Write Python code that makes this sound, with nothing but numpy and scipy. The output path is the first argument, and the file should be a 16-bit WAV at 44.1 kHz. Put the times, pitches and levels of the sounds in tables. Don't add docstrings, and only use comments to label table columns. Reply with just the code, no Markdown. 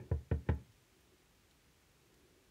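import sys
import numpy as np
from scipy import signal
from scipy.fft import rfft, irfft
from scipy.io import wavfile

SR = 44100
rng = np.random.default_rng(int(sys.argv[2]) if len(sys.argv) > 2 else 0)


def to_wav(sig):
    pcm = np.clip(np.atleast_2d(sig), -1, 1) * 32767
    pcm = np.round(pcm).astype(np.int16)
    wavfile.write(sys.argv[1], SR, pcm.T)


N = 110250
TIME = np.arange(N) / SR

# (frequency [Hz], relative density [dB])
ROOM_TONE_SPECTRUM = [(20, -48), (40, 0.5), (66, 1.5), (98, -3), (135, -2), (210, -7.5), (380, -8.5),
                      (600, -15), (1400, -16.5), (2500, -16.5), (4900, -21.5), (6200, -21), (10500, -26.5),
                      (15500, -28.5)]
# (crest time [s], crest level [dB], half length [s])
SWELLS = [(0.0, -59.5, 0.11), (1.084, -74.5, 0.21), (2.243, -69.5, 0.2)]
# (delay [s], gain [ratio])
REFLECTIONS = [(.011, .26), (.0239, .19)]
# (frequency [Hz], relative density [dB], t60 [s])
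REVERB_BANDS = [(70, -23, 0.47), (155, -10.5, 0.77), (307, -5.5, 0.22), (574, -5, 0.25), (1300, -2, 0.2),
                (2500, -9.5, 0.22), (6000, -1, 0.064)]
# (time [s], level [dB], band centre [Hz])
FINGER_TICKS = [(0.547, -70, 11000), (0.72, -69.5, 4900), (1.007, -69, 12000), (1.511, -66, 3150),
                (2.142, -68, 6800)]
# (frequency [Hz], relative level [dB], t60 [s])
TABLE_MODES = [(164.5, -40, 0.23), (207, -36, .14), (271.9, -38.5, 0.19)]
# (frequency [Hz], relative level [dB], t60 [s])
KNOCK_MODES = [(125.4, -23, 0.067), (347.4, -38, 0.08), (456, -32, 0.045), (555, -37, 0.04)]
# (frequency [Hz], relative level [dB], t60 [s])
CASE_MODES = [(794, -45.5, 0.029), (858, -40.5, 0.036), (1020, -50.5, 0.017)]
# (frequency [Hz], relative level [dB], t60 [s])
BLOCK_MODES = [(1337, -45, 0.026), (1522, -41, 0.029), (1685, -47.5, 0.027), (1822, -40.5, 0.049),
               (2050, -47.5, 0.029), (2260, -47.5, 0.033), (2480, -47, 0.029), (2930, -51, 0.033),
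               (3430, -58, 0.018), (3840, -60, 0.014)]
# (frequency [Hz], relative density [dB])
CRUNCH_SPECTRUM = [(250, 7), (560, 1.5), (680, 5.5), (1000, 4.5), (1190, -15), (1500, -3), (1850, -1.5),
                   (2100, -5), (2500, -10.5), (3600, -13), (4500, -24), (8000, -19.5)]
# (time [s], relative level [dB], drag length [s])
ROCKING_BUMPS = [(0.0, -21, 0.013), (0.213, -39.5, 0.022), (0.418, -46, 0.0059), (0.465, -29.5, 0.012),
                 (0.585, -32, 0.02)]
# (time [s], thump gain [dB], table mode gain within the thump [dB],
# case gain [dB], block gain [dB], contact cut-off [Hz])
STAMP_TAPS = [(0.1133, 0.06, -12, -2, -4.5, 1300), (0.3128, 0.5, -1, 1.5, -2.5, 2350),
              (0.4883, 1.5, -1, 2.5, 1.5, 3420)]


def from_db(db):
    return 10 ** (np.asarray(db) / 20)


def unit_rms(x):
    return x / np.sqrt(np.mean(x ** 2) + 1e-20)


def at_hz(points, hz, column=1):
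    points = np.array(points, float)
    return np.interp(np.log(np.maximum(hz, 1)), np.log(points[:, 0]), points[:, column])


def filtered(x, hz, kind="low", order=2):
    sections = signal.butter(order, np.clip(hz, 10, .45 * SR), kind, fs=SR, output="sos")
    return signal.sosfilt(sections, x + 1e-18)


def noise(spectrum):
    hz = np.arange(N // 2 + 1) * SR / N
    return unit_rms(irfft(rfft(rng.standard_normal(N)) * from_db(at_hz(spectrum, hz)), N))


def delayed(x, s):
    return np.interp(TIME - s, TIME, x, left=0)


def decay(t60):
    return np.exp(-np.minimum(np.log(1000) * TIME / t60, 20))


def burst(rise_s, hold_s, t60):
    return (1 - np.exp(-TIME / rise_s)) * np.interp(TIME - hold_s, TIME, decay(t60))


def ring(modes, scatter_db):
    out = np.zeros(N)
    for k, (hz, db, t60) in enumerate(modes):
        gain = from_db(db + scatter_db * rng.standard_normal())
        out += (-1) ** k * gain * np.sin(2 * np.pi * hz * TIME) * decay(t60)
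    return out


def room_tone():
    return from_db(-69) * noise(ROOM_TONE_SPECTRUM)


def hum():
    edge_drop_db = 8
    hollow = filtered(rng.standard_normal(N), [345, 390], "band", order=1)
    level = sum(from_db(db - edge_drop_db * ((TIME - s) / half_s) ** 2) for s, db, half_s in SWELLS)
    return level * unit_rms(filtered(hollow, 650))


def small_room(direct, wet_db, onset_s):
    dull = filtered(direct, hz=780, order=1)
    echoes = sum(gain * delayed(dull, s) for s, gain in REFLECTIONS)
    tail = np.zeros(N)
    for hz in np.geomspace(62.5, 8000, 8):
        band = filtered(rng.standard_normal(N), [hz / np.sqrt(2), hz * np.sqrt(2)], "band")
        tail += from_db(at_hz(REVERB_BANDS, hz)) * band * decay(at_hz(REVERB_BANDS, hz, column=2))
    reverb = signal.fftconvolve(direct, delayed(tail, onset_s))[:N]
    return direct + echoes + from_db(wet_db) * reverb


def finger_ticks():
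    out = np.zeros(N)
    for s, db, hz in FINGER_TICKS:
        snap = unit_rms(filtered(rng.standard_normal(N), [hz / 1.5, hz * 1.35], "band", order=1))
        out += from_db(db) * delayed(snap * decay(t60=.035), s)
    return out


def table_top(modes_db, lift_s):
    start_hz, sag_per_s = 80.5, 1.9
    hz = start_hz * (1 - sag_per_s * np.minimum(TIME, lift_s))
    swing = from_db(-29) * np.sin(2 * np.pi * np.cumsum(hz) / SR) * decay(t60=.3)
    higher = sum(ring([mode], scatter_db=1.0) for mode in TABLE_MODES)
    stilled = np.interp(TIME - lift_s, [0, .022], [1, .03])
    return -(swing + from_db(modes_db) * higher) * stilled


def rocking_bumps():
    force = np.zeros(N)
    for s, db, length_s in ROCKING_BUMPS:
        drag = rng.standard_normal(N) * burst(rise_s=0.00083, hold_s=length_s, t60=0.11)
        force += from_db(db + 1.0) * delayed(drag / np.linalg.norm(drag), s)
        force[round(s * SR)] += from_db(db + 2.5)
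    thump = table_top(modes_db=1.0, lift_s=0.091) + ring(KNOCK_MODES, scatter_db=5.0)
    rattle = from_db(-7.5) * ring(CASE_MODES + BLOCK_MODES, scatter_db=8.0)
    return signal.fftconvolve(force, thump + rattle)[:N]


def stamp_taps():
    out = np.zeros(N)
    for s, thump_db, modes_db, case_db, block_db, contact_hz in STAMP_TAPS:
        thump = from_db(thump_db) * (table_top(modes_db, lift_s=.076) + ring(KNOCK_MODES, scatter_db=.5))
        case = from_db(case_db) * ring(CASE_MODES, scatter_db=3.0)
        crunch = from_db(-40.5) * noise(CRUNCH_SPECTRUM) * burst(rise_s=0.0024, hold_s=0.011, t60=0.034)
        clack = from_db(block_db) * filtered(ring(BLOCK_MODES, scatter_db=1.0) + crunch, contact_hz)
        out += delayed(thump + case + clack, s)
    return out


def scene():
    handling = stamp_taps() + rocking_bumps() + finger_ticks()
    at_microphone = small_room(handling, wet_db=-36.5, onset_s=.016)
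    return (at_microphone + hum() + room_tone())[None]


def record(dry):
    low_cut_hz, top_cut_hz = 36, 15700
    top_cut = signal.ellip(12, .1, 70, top_cut_hz, fs=SR, output="sos")
    return signal.sosfilt(top_cut, filtered(dry, low_cut_hz, "high"))


dry = scene()
out = record(dry)
to_wav(out)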